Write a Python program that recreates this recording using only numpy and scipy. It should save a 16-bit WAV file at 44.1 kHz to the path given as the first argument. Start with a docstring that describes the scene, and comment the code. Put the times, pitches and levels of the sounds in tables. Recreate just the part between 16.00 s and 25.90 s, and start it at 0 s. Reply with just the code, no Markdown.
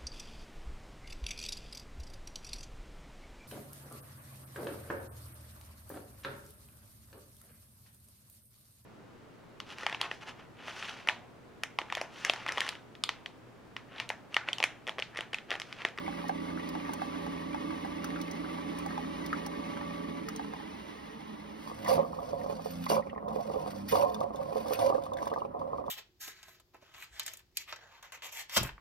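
"""A coffee machine's pump hums while water runs into a mug, where bubbles plop and droplets tick.
Then the pump runs dry, speeds up and drives air through the wet nozzle. The air breaks through
the water in gurgles and pops that ring the hollow brew head, and steam spits out in bursts.
It is all heard in a small kitchen, close to a microphone with two ports (left and right openings)."""
import sys
import numpy as np
from scipy import signal
from scipy.fft import rfft, irfft
from scipy.io import wavfile
from scipy.ndimage import uniform_filter1d

SR = 44100
rng = np.random.default_rng(int(sys.argv[2]) if len(sys.argv) > 2 else 0)


def output_pcm(signal):
    """Save a mono or channel-first signal as 16-bit PCM at the path in sys.argv[1].

    Samples are clipped to [-1, 1] before scaling.
    """
    pcm = np.clip(np.atleast_2d(signal).T, -1, 1) * 32767
    wavfile.write(sys.argv[1], SR, np.round(pcm).astype(np.int16))


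N = 436590
T = np.arange(N) / SR

# Air seeping through the nozzle between bursts: (time [s], gurgle level [dB], hiss level [dB])
SEEP = [(5.55, -90, -58.5), (5.82, -49, -59), (6.07, -44.5, -62.5), (6.4, -42, -61), (6.82, -55, -57.5),
        (7.06, -48, -68), (7.14, -60, -76), (7.27, -40.5, -93), (7.285, -42.5, -61.5), (7.62, -43.5, -59.5),
        (7.86, -55, -61.5), (8.1, -39, -59), (8.32, -50, -70), (8.36, -44, -63), (8.7, -41.5, -56),
        (9.0, -41.5, -63.5), (9.11, -49, -78), (9.2, -41.5, -62.5), (9.46, -51, -68), (9.52, -50, -99),
        (9.55, -43, -88), (9.8, -43, -66.5), (9.84, -51, -90), (9.9, -43, -82)]
# Slugs of air breaking through the water: (start [s], length [s], level [dB])
GURGLES = [(5.665, 0.043, -56), (5.89, 0.12, -28.5), (6.925, 0.056, -31), (7.28, 0.054, -41),
           (7.385, 0.012, -36), (7.56, 0.09, -38), (7.925, 0.14, -27), (8.205, 0.053, -38),
           (8.4, 0.023, -38.5), (8.8, 0.14, -30), (9.12, 0.067, -41)]
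# Spurts of steam: (start [s], length [s], level [dB])
SPURTS = [(5.885, 0.056, -45), (6.65, 0.066, -57), (6.89, 0.065, -45.5), (7.68, 0.047, -57),
          (7.89, 0.13, -46), (8.09, .01, -69), (8.205, 0.015, -59), (8.56, 0.011, -55), (8.70, 0.058, -52),
          (8.795, 0.072, -48.5), (9.055, 0.005, -57.5), (9.225, 0.014, -55.5), (9.6, 0.023, -66.5),
          (9.865, .02, -66)]
# Single air pops: (time [s], peak level [dB], brightness [dB per octave])
POPS = [(5.663, -43, 12), (5.673, -32.5, 18), (5.699, -33, 21), (5.714, -33, 5), (5.848, -32, 27),
        (5.861, -29, 34), (5.878, -21, 27), (5.884, -26, 11), (5.902, -24, 38), (5.913, -17.5, -2),
        (5.98, -14.5, -5), (5.991, -15, -21), (6.01, -28, -4), (6.03, -27, -1), (6.048, -28.5, 9),
        (6.131, -30, 3), (6.188, -26.5, 16), (6.221, -28, -18), (6.307, -33, -32), (6.332, -23.5, -11),
        (6.442, -26.5, -14), (6.462, -23.5, -13), (6.498, -20.5, -34), (6.525, -23.5, -24),
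        (6.595, -30, -3), (6.659, -21.5, -12), (6.864, -25, 25), (6.901, -14.5, -8), (6.917, -12.5, -11),
        (6.93, -27.5, 8), (6.953, -31, -14), (6.966, -17, 16), (6.979, -24.5, 11), (6.996, -26, 4),
        (7.07, -27, -12), (7.13, -27, -6), (7.161, -29.5, 4), (7.177, -27.5, -2), (7.227, -28, -5),
        (7.28, -30, 5), (7.291, -36.5, -17), (7.314, -33, 13), (7.361, -19.5, -22), (7.379, -36, -22),
        (7.5, -20.5, -32), (7.542, -23.5, -12), (7.56, -21, -34), (7.662, -24.5, -9), (7.677, -27.5, -10),
        (7.733, -30, -5), (7.931, -15, -26), (7.954, -16, 5), (7.976, -28, -34), (8.023, -21, 24),
        (8.047, -24, -6), (8.07, -26.5, -4), (8.119, -32.5, -6), (8.144, -33, 4), (8.163, -30, 11),
        (8.212, -21, -4), (8.241, -21.5, -41), (8.262, -32, -12), (8.306, -25.5, -7), (8.346, -29, -18),
        (8.415, -25, -10), (8.525, -23, -13), (8.558, -18, -22), (8.569, -22, -22), (8.658, -29, 2),
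        (8.708, -19, -19), (8.722, -20.5, -5), (8.789, -22, -5), (8.8, -29.5, 4), (8.878, -20.5, -5),
        (8.901, -15.5, -6), (8.924, -20.5, 4), (8.949, -20, -12), (8.981, -21.5, -1), (9.064, -29, 17),
        (9.119, -27.5, 5), (9.218, -27.5, 10), (9.227, -25.5, 6), (9.269, -23, 14), (9.316, -24, 5),
        (9.329, -19, -9), (9.361, -22.5, 13), (9.376, -24.5, 12), (9.419, -25, 8), (9.45, -22, -15),
        (9.548, -23, -16), (9.568, -28, -4), (9.616, -26, 15), (9.667, -28.5, -5), (9.732, -25, 7),
        (9.783, -28, 14), (9.84, -32, 8), (9.881, -25, 9)]
# Ringing air spaces of the brew head: (pitch [Hz], width [Hz], level [dB])
HEAD_RINGS = [(427, 11, -29.5), (453, 9.1, -5.5), (541.5, 31.7, 8), (647.5, 113, -1.5), (695, 40, 3.5),
              (772, 24, -1.5), (813, 60, -9.5), (960, 32, -0.5), (1051, 24, 1.5), (1087, 120, -17)]
# Tone of the steam hiss: (frequency [Hz], level [dB])
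STEAM_TONE = [(1400, 12), (1800, 6.5), (2400, 5.5), (3200, 4.5), (4500, 4.5), (6000, -4), (8500, 3.5),
              (10000, -29), (15000, -39)]
# Fizzy top of the hiss: (frequency [Hz], level [dB])
FIZZ_TONE = [(8500, -8), (10000, 8.5), (12000, 1.5), (13500, 3), (15000, -4)]
# Whistles of the nozzle: (pitch [Hz], width [Hz], level [dB])
WHISTLES = [(2430, 110, -13), (2850, 150, -14), (3500, 200, -15), (4600, 300, -4), (5500, 500, -8),
            (12100, 120, -9)]
# Bubbles in the mug: (time [s], level [dB], pitch [Hz])
PLOPS = [(0.079, -23, 776), (0.241, -28, 785), (0.294, -17, 782), (0.575, -32.5, 1250), (0.752, -23.5, 846),
         (0.893, -24.5, 870), (0.935, -30, 820), (0.997, -33, 1170), (1.018, -21.5, 770), (1.265, -25, 790),
         (1.545, -21, 844), (1.706, -28.5, 1000), (1.848, -25.5, 795), (2.043, -30.5, 1300),
         (2.16, -31, 1330), (2.446, -34, 1250), (2.585, -28, 920), (2.861, -25, 790), (2.907, -26.5, 1070),
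         (2.978, -21, 820), (3.329, -18.5, 1265), (3.465, -28, 805), (3.773, -27, 980), (3.812, -27.5, 900),
         (4.285, -27, 1200), (4.395, -23.5, 804), (4.446, -30.5, 975), (4.536, -27.5, 804), (4.6, -31, 800),
         (5.8475, -40, 1950), (5.863, -30, 1770), (6.413, -40.5, 1820), (6.866, -35, 1930),
         (7.0234, -43, 1890), (7.07, -47, 2090), (7.0953, -40.5, 1850), (7.099, -42.5, 2620),
         (7.15, -46, 1950), (7.179, -41, 1760), (7.897, -33, 1960), (8.014, -34, 2460), (8.7467, -35, 2460),
         (8.949, -43, 1560), (9.169, -39, 1560), (9.1853, -34.5, 1560), (9.256, -45, 1550),
         (9.2746, -39, 1550), (9.302, -45, 2710), (9.338, -34, 1550), (9.404, -47, 2700),
         (9.45, -50.5, 2350)]
# Splashed droplets: (time [s], level [dB], centre frequency [Hz])
TICKS = [(0.283, -37, 6360), (0.6894, -35, 4960), (0.935, -29, 7300), (2.0435, -28, 4650),
         (2.214, -34.5, 5000), (2.312, -33, 6300), (2.7875, -32.5, 10400), (2.862, -37, 6110),
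         (3.262, -33, 5000), (3.463, -29, 6110), (4.287, -30.5, 5330), (4.361, -33.5, 6130),
         (5.846, -33, 4350), (5.883, -29, 4720), (6.8574, -33, 4560), (7.2835, -43.5, 4100),
         (7.893, -42, 4530), (7.925, -35, 4640), (7.958, -29.5, 4240), (8.097, -44, 5170),
         (8.1448, -33, 4740), (8.2054, -38.5, 5000), (8.359, -39, 6040), (8.572, -48, 4000),
         (8.683, -39, 4480), (8.792, -32, 4520), (9.037, -42, 4590), (9.135, -37.5, 5140),
         (9.1715, -42, 5220), (9.257, -42, 9000), (9.2753, -39.5, 5210), (9.338, -43.5, 5000),
         (9.4034, -58, 4000), (9.5935, -53, 4580), (9.864, -50.5, 4320)]
# Notes of the mug's wall: (pitch [Hz], level [dB], time to fade by 60 dB [s])
MUG_RINGS = [(1560, -15, 0.052), (3590, -1.5, 0.023), (5170, -18, 0.025), (12500, -28, 0.02)]
# Strength of the water stream: (time [s], level [dB])
FLOW = [(0, -51), (3.8, -51), (4.2, -53), (4.65, -54), (5.0, -53), (5.4, -56.5), (5.8, -59), (6, -45)]
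# Tone of its spray: (frequency [Hz], level [dB])
SPRAY_TONE = [(350, 2.5), (450, -5), (710, -7.5), (800, -1), (1000, 3.5), (1400, -13.5), (2000, -7),
              (2420, -12), (2900, -10.5), (4000, -14), (6000, -23), (8000, -27.5), (11000, -26.5),
              (13000, -37), (15500, -36.5)]
# The pump shaft speeds up when dry and sags as pressure builds: (time [s], speed [turns per s])
SHAFT_SPEED = [(0, 28.715), (4.25, 28.715), (4.6, 30), (5.2, 35.5), (5.8, 37.2), (5.95, 27.5), (6.4, 28),
               (6.9, 29), (7.15, 32.6), (7.85, 33.3), (8.6, 36.6), (9.15, 41.4), (9.9, 41.5)]
# The hum swells as pressure builds before big spurts: (time [s], rumble level [dB], hum level [dB])
PUMP_LEVELS = [(0, -53.5, -48.5), (4.2, -48.5, -49), (4.5, -44, -63), (4.75, -54, -55), (5.2, -50, -72),
               (5.5, -49, -71), (5.75, -53, -54), (5.97, -44, -45.5), (6.25, -60, -65.5), (6.45, -52, -52),
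               (6.66, -53.5, -54), (6.82, -59, -41.5), (6.95, -38, -61), (7.1, -55, -54.5),
               (7.33, -43, -66), (7.6, -53, -59.5), (7.83, -57, -44.5), (8.0, -47, -56), (8.3, -50, -72),
               (8.6, -52, -52), (8.8, -58, -65), (9.9, -57, -61.5)]
# Notes of the hum: (pitch [times shaft speed])
HUM_MULTIPLES = [2, 3, 4, 5, 6, 7, 8, 9, 10, 11]
# Their strengths; three pump chambers stress every third multiple: (level [dB])
HUM_DB = [-11, -13, -25, -37, 2, -7, -9.5, 0, -29, -15.5]
# Notes of the whine while water loads the pump: (pitch [times shaft speed])
WHINE_MULTIPLES = [13, 14, 15, 18, 20, 21, 22, 23, 24, 25, 35, 38, 39, 40, 41, 42, 45, 76]
# Their strengths: (level [dB])
WHINE_DB = [-14, -4, -13, -8, -2, -13, -16, -16, -16, -16, -11, -18, -13, -2.5, -8, -17, -18, -16]
# The whine dies as the pump runs dry: (time [s], level [dB])
WATER_LOAD = [(0, -49.5), (4.21, -49.5), (4.27, -70), (4.8, -88), (9.9, -90)]
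# How well the case gives off the hum: (frequency [Hz], gain [dB])
CASE_TONE = [(50, -9), (90, 2), (130, 10), (170, -2), (210, 1.5), (255, 1), (300, -4.5), (335, -8.5),
             (375, 5.5), (420, -22)]
# Ringing of the pump's housing: (pitch [Hz], width [Hz], level [dB])
HOUSING_RINGS = [(54.3, 17.5, -20.5), (164, 24.5, -5), (210.6, 15, 0.5), (285, 62, -33), (422.3, 37, -7.5)]
# Ringing of the hoses: (pitch [Hz], width [Hz], level [dB])
HOSE_RINGS = [(289.9, 34.8, 3.5), (314.4, 8.3, -6)]
# Water surging in the hoses: (time [s], level [dB])
SURGE = [(0, -44), (2, -43), (4.15, -44.5), (4.5, -47.5), (4.8, -54.5), (5.75, -53.5), (6.0, -58),
         (8.2, -82), (8.8, -50), (9.15, -60), (9.9, -65)]
# Tone of the room's quiet background: (frequency [Hz], level [dB])
ROOM_TONE = [(20, -56), (40, -52), (60, 3.5), (120, -11.5), (300, 2.5), (380, -17), (600, -1.5), (715, -11),
             (800, -3), (1200, -6), (1500, -22.5), (3000, -34), (7000, -45), (15000, -40)]
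# How long the kitchen echoes: (frequency [Hz], time to fade by 60 dB [s])
ECHO_TIMES = [(100, 0.17), (1000, 0.07), (10000, 0.04)]
# Level of the spread-out stereo wash, with three deep treble gaps: (frequency [Hz], gain [dB])
WASH_LEVELS = [(40, -24), (150, -37), (300, -12.5), (450, -1.5), (800, -5.5), (1050, -6), (2000, 2),
               (4500, -7.5), (6300, 0.5), (7500, -34), (8800, 3), (10500, -27), (12000, 5), (13500, -37)]
# Pump and stream reach the left port duller: (frequency [Hz], gain [dB])
LEFT_SHADE = [(300, 0), (400, -4), (517, -1), (575, -11), (650, -8), (720, 0)]
# Left-right phase difference that sets the stereo width, with flat steps in the treble:
# (frequency [Hz], phase [radians])
STEREO_PHASE = [(50, 0), (180, -.55), (330, -1.5), (450, -4), (1100, -4.1), (1780, -6.6), (2700, -4.3),
                (5200, -6.1), (6800, -3.14), (8100, -3.14), (9600, 0), (11400, 0), (12600, 3.14),
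                (14700, 3.14), (15400, 6.2)]
# How much louder the left port is than the right: (frequency [Hz], gain [dB])
LEFT_GAIN = [(80, .6), (220, -1.5), (350, -5), (450, -6.5), (600, -4.5), (800, -4), (1050, 0), (1300, 2),
             (2500, -1.5), (4500, -3), (5500, 0)]


def nozzle():
    """Air forced through the wet nozzle gurgles, hisses and pops once the water runs out."""
    gurgle_seep_db, hiss_seep_db = curves(SEEP)
    gurgle_db = bursts(GURGLES, gurgle_seep_db, swell=1800, sag=29, fall=440)
    hiss_db = bursts(SPURTS, hiss_seep_db, swell=900, sag=31, fall=300)
    fade_in = np.clip((T - 5.55) / 0.1, 0, 1)
    return fade_in * (gurgle(gurgle_db) + steam(hiss_db)) + pops()


def bursts(rows, seep_db, swell, sag, fall):
    """Level in dB of bursts over the seep; each swells, sags and falls at rates in dB per second."""
    start, length, db = np.transpose(rows)[..., None]
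    t = T[::40]
    burst_db = db - swell * np.maximum(start - t, 0)
    burst_db -= sag * np.clip(t - start, 0, length)
    burst_db -= fall * np.maximum(t - start - length, 0)
    power = amp(2 * seep_db) + np.interp(T, t, amp(2 * burst_db).sum(0))
    return 10 * np.log10(power)


def gurgle(level_db):
    """A dense patter of bubbles rings the brew head and shakes the case."""
    per_s = 130 + 500 * amp(np.minimum(level_db + 31.5, 0))  # harder bursts make more bubbles
    patter = 0
    for size in (0.985, 1.015):
        bubbles = np.sqrt(29 / per_s) * clicks(per_s, spread_db=1.7) + 0.15 * rng.standard_normal(N)
        patter += brew_head(bubbles, tilt_db=0.5, air_size=size)
    case = ringing_noise([(70.4, 61, -3.5), (103, 31, -4.5), (154, 24, 1), (248, 107, 2.5)])
    return amp(level_db + 1) * unit_level(patter) + amp(-50.5 + 0.51 * (level_db + 40.5)) * case


def pops():
    """Each pop is a sharp puff of air that starts all of the head's air spaces ringing together."""
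    out, t = np.zeros(N), np.arange(3000) / SR
    for start, db, tilt_db in POPS:
        puff = 0.29 * rng.standard_normal(len(t)) * decay(t, 0.0025) + 3.8 * (t == 0)
        body = brew_head(puff, tilt_db, air_size=rng.uniform(0.99, 1.064), ratio=0.83, damp_hz=84)
        body *= decay(t, 0.16)  # water damps the ring
        add(out, start, amp(db) * body / abs(body[60:]).max())  # peak after the first swing
    return out


def brew_head(x, tilt_db, air_size, ratio=-1, damp_hz=0):
    """Air spaces ring, their pitches shifted by a small detune that differs from sound to sound; a negative
    ratio makes neighbours swing opposite ways."""
    out = 0
    for k, (hz, width, db) in enumerate(HEAD_RINGS):
        damping = damp_hz * (hz / 1000) ** 3
        gain = ratio ** k * amp(db + tilt_db * np.log2(hz / 700)) * (1 + damping / width)
        out += gain * ring(x, hz / air_size, width + damping)
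    cut_treble = signal.cheby2(10, 45, 1430, fs=SR, output="sos")
    return signal.sosfilt(cut_treble, out)


def steam(level_db):
    """Gusts of steam hiss through the nozzle; harder bursts whistle and fizz more."""
    gusts = rng.standard_normal(N) + 0.4 * clicks(per_s=1100, spread_db=5.5)
    gusts *= amp(2.5 * drift(per_s=180) + 1.5 * drift(per_s=60))
    whistles = sum(amp(db + 3 * drift(per_s=35)) * unit_level(ring(gusts, hz, width))
                   for hz, width, db in WHISTLES)
    whistles *= amp(0.55 * (level_db + 46))
    fizz = amp(-1 + 0.56 * (level_db + 44.5)) * colour(gusts, FIZZ_TONE)
    return amp(level_db - 1.5) * (colour(gusts, STEAM_TONE) + whistles + fizz)


def plops():
    """Bubbles ring in the mug: each note drops from a bright slap, then slowly rises."""
    out, t = np.zeros(N), np.arange(5000) / SR
    attack = np.minimum(t / 0.00081, 1)
    slap = 0.0003 * (1 - np.exp(-t / 0.001))
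    wall = 0.31 * np.sin(2 * np.pi * MUG_RINGS[0][0] * t) * decay(t, 0.026)
    for start, db, hz in PLOPS:
        bubble = np.sin(2 * np.pi * hz * (t + 0.32 * t ** 2 + slap))
        splash = 0.85 * ring(rng.standard_normal(len(t)), 0.6 * hz, width=720) * decay(t, 0.034)
        fade = decay(t, 0.014 + 7.1 / hz)  # low bubbles ring longer
        add(out, start, amp(db) * attack * fade * (bubble + wall + splash))
    return out


def droplets():
    """Each droplet is a tick of bright noise; late ones strike the mug's bare wall and ring it."""
    out, t = np.zeros(N), np.arange(5000) / SR
    wall_from_s = 7.2
    wall = sum(amp(db - 5.5) * decay(t, fade_s) * np.sin(2 * np.pi * hz * t)
               for hz, db, fade_s in MUG_RINGS)
    for start, db, hz in TICKS:
        noise = rng.standard_normal(len(t)) * decay(t, 0.023)
        tick = ring(noise, hz, width=3000) + 0.34 * np.diff(noise, prepend=0)
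        add(out, start, amp(db) * (tick / abs(tick).max() + (start > wall_from_s) * wall))
    return out


def stream():
    """Running water makes fine spray and small random bubbles, fading as the flow thins."""
    spray = colour(rng.standard_normal(N) + 0.4 * clicks(per_s=1500, spread_db=2.5), SPRAY_TONE)
    spray *= 1.49 * amp(drift(per_s=40))
    bubbles = sum(unit_level(ring(clicks(per_s=60, spread_db=4), hz, hz / 10))
                  for hz in (790, 980, 1250, 1550, 1950, 2190))
    bubbles *= amp(-14 - 10 * np.clip(T - 4.2, 0, 1))
    fade_out = np.clip((6.05 - T) / 0.19, 0, 1)
    return amp(curves(FLOW)[0]) * fade_out * (spray + bubbles)


def pump_hum():
    """The pump's strokes hum and whine at multiples of the shaft speed, wavering a little in level."""
    speed = curves(SHAFT_SPEED)[0]
    turns = np.cumsum(speed) / SR
    wavers = [amp(1.2 * drift(per_s=5)) for _ in range(4)]

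    def note(k, db):
        return np.sqrt(2) * amp(db) * wavers[k % 4] * np.sin(2 * np.pi * (k * turns + rng.random()))
    hum = sum(note(k, db + look_up(CASE_TONE, k * speed)) for k, db in zip(HUM_MULTIPLES, HUM_DB))
    whine = sum(note(k, db) for k, db in zip(WHINE_MULTIPLES, WHINE_DB))
    return amp(curves(PUMP_LEVELS)[1]) * hum + amp(curves(WATER_LOAD)[0]) * whine


def pump_rumble():
    """The pump's rough noise rings in its plastic housing and hoses."""
    housing = amp(curves(PUMP_LEVELS)[0]) * ringing_noise(HOUSING_RINGS)
    hoses = amp(curves(SURGE)[0] + 0.63 * drift(per_s=44)) * ringing_noise(HOSE_RINGS)
    return housing + hoses


def kitchen_echoes(x):
    """Three sets of short echoes crossfade at random, so the room sounds smooth, not hollow."""
    taps = np.zeros((3, 2, 8800))  # three sets for each of two ports
    arrivals = np.arange(60, 8760, 20) + rng.integers(0, 20, (3, 2, 435))
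    np.put_along_axis(taps, arrivals, rng.choice([-1., 1.], arrivals.shape), 2)
    hz, t, bands = signal.stft(taps, SR, nperseg=256)
    fade = decay(t, look_up(ECHO_TIMES, hz)[:, None])
    bands *= fade / np.linalg.norm(fade, axis=1, keepdims=True)
    scale = np.linalg.norm(signal.istft(bands, SR, nperseg=256)[1][0, 0])
    bands *= amp(look_up(WASH_LEVELS, hz))[:, None]
    tails = signal.istft(bands, SR, nperseg=256)[1] / scale
    shares = np.sqrt(2 / 3) * np.cos(np.pi * (1.5 * drift(per_s=8) + np.arange(3)[:, None] / 3))
    return signal.oaconvolve((x * shares)[:, None], tails, axes=2)[..., :N].sum(0)


def background_rumble():
    """A faint low rumble, separate at each port."""
    tone = [(25, -14), (60, -8), (110, -12), (300, -36), (20000, -96)]
    return amp(-66.5) * np.array([colour(rng.standard_normal(N), tone) for _ in range(2)])


def amp(db):
    """Turn decibels into a multiplier."""
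    return 10 ** (np.asarray(db) / 20)


def decay(t, fade_s):
    """Fade by 60 dB every fade_s seconds."""
    return amp(-60 * t / fade_s)


def unit_level(x):
    """Scale x to an average power of 1."""
    return x / np.sqrt(np.mean(x ** 2) + 1e-20)


def look_up(points, hz):
    """Read a (frequency, value) table between its rows."""
    freqs, values = np.transpose(points)
    return np.interp(np.log(hz + 1), np.log(freqs + 1), values)


def curves(rows):
    """Join the rows of a time table into one curve per value column."""
    times, *columns = np.transpose(rows)
    return [np.interp(T, times, column) for column in columns]


def add(mix, start, sound):
    """Mix a sound in at a start time in seconds."""
    part = mix[round(start * SR):][:len(sound)]
    part += sound[:len(part)]


def colour(x, points):
    """Give x the tone of a (frequency [Hz], level [dB]) table, falling away below its first row."""
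    hz = np.fft.rfftfreq(N, 1 / SR)
    tone = [(points[0][0] / 2, points[0][1] - 30)] + list(points)
    return unit_level(irfft(rfft(x) * amp(look_up(tone, hz)), N))


def ring(x, hz, width):
    """Let x ring at one pitch; a narrower width in Hz rings longer."""
    r = np.exp(-np.pi * width / SR)
    return signal.lfilter([1 - r, 0, r - 1], [1, -2 * r * np.cos(2 * np.pi * hz / SR), r * r], x)


def ringing_noise(rings):
    """Noise ringing in steep bands: (pitch [Hz], width [Hz], level [dB])."""
    noise = rng.standard_normal(N)
    return unit_level(sum(amp(db) / np.sqrt(width) * ring(ring(noise, hz, width), hz, 2 * width)
                          for hz, width, db in rings))


def drift(per_s):
    """A smooth random wobble that changes about per_s times a second."""
    size = max(int(SR / per_s), 1)
    return unit_level(uniform_filter1d(uniform_filter1d(rng.standard_normal(N), size), size))


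def clicks(per_s, spread_db):
    """Scattered random clicks, a few of them large."""
    size = amp(spread_db * np.minimum(rng.exponential(1, N), 4)) * rng.standard_normal(N)
    return unit_level(size * (rng.random(N) < per_s / SR))


def scene():
    """Mix machine, mug and room for the left and right ports."""
    hz = np.fft.rfftfreq(N, 1 / SR)
    running = pump_rumble() + stream()
    centred = plops() + droplets() + nozzle()
    centred += amp(-53.5) * colour(rng.standard_normal(N), ROOM_TONE)
    shade = np.array([amp(look_up(LEFT_SHADE, hz)), np.ones_like(hz)])
    shaded = irfft(rfft(running + pump_hum()) * shade, N)
    return shaded + centred + background_rumble() + kitchen_echoes(running + centred)


def record(dry):
    """Left and right get their own level and phase at each frequency; the top treble is cut."""
    hz = np.fft.rfftfreq(N, 1 / SR)
    left = amp(look_up(LEFT_GAIN, hz) / 2) * np.exp(0.5j * look_up(STEREO_PHASE, hz))
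    ports = irfft(rfft(dry) * np.array([left, 1 / left]), N)
    cut_treble = signal.firwin(511, cutoff=15900, window=("kaiser", 9), fs=SR)
    return signal.oaconvolve(ports, cut_treble[None], "same")


dry = scene()
out = record(dry)
output_pcm(out)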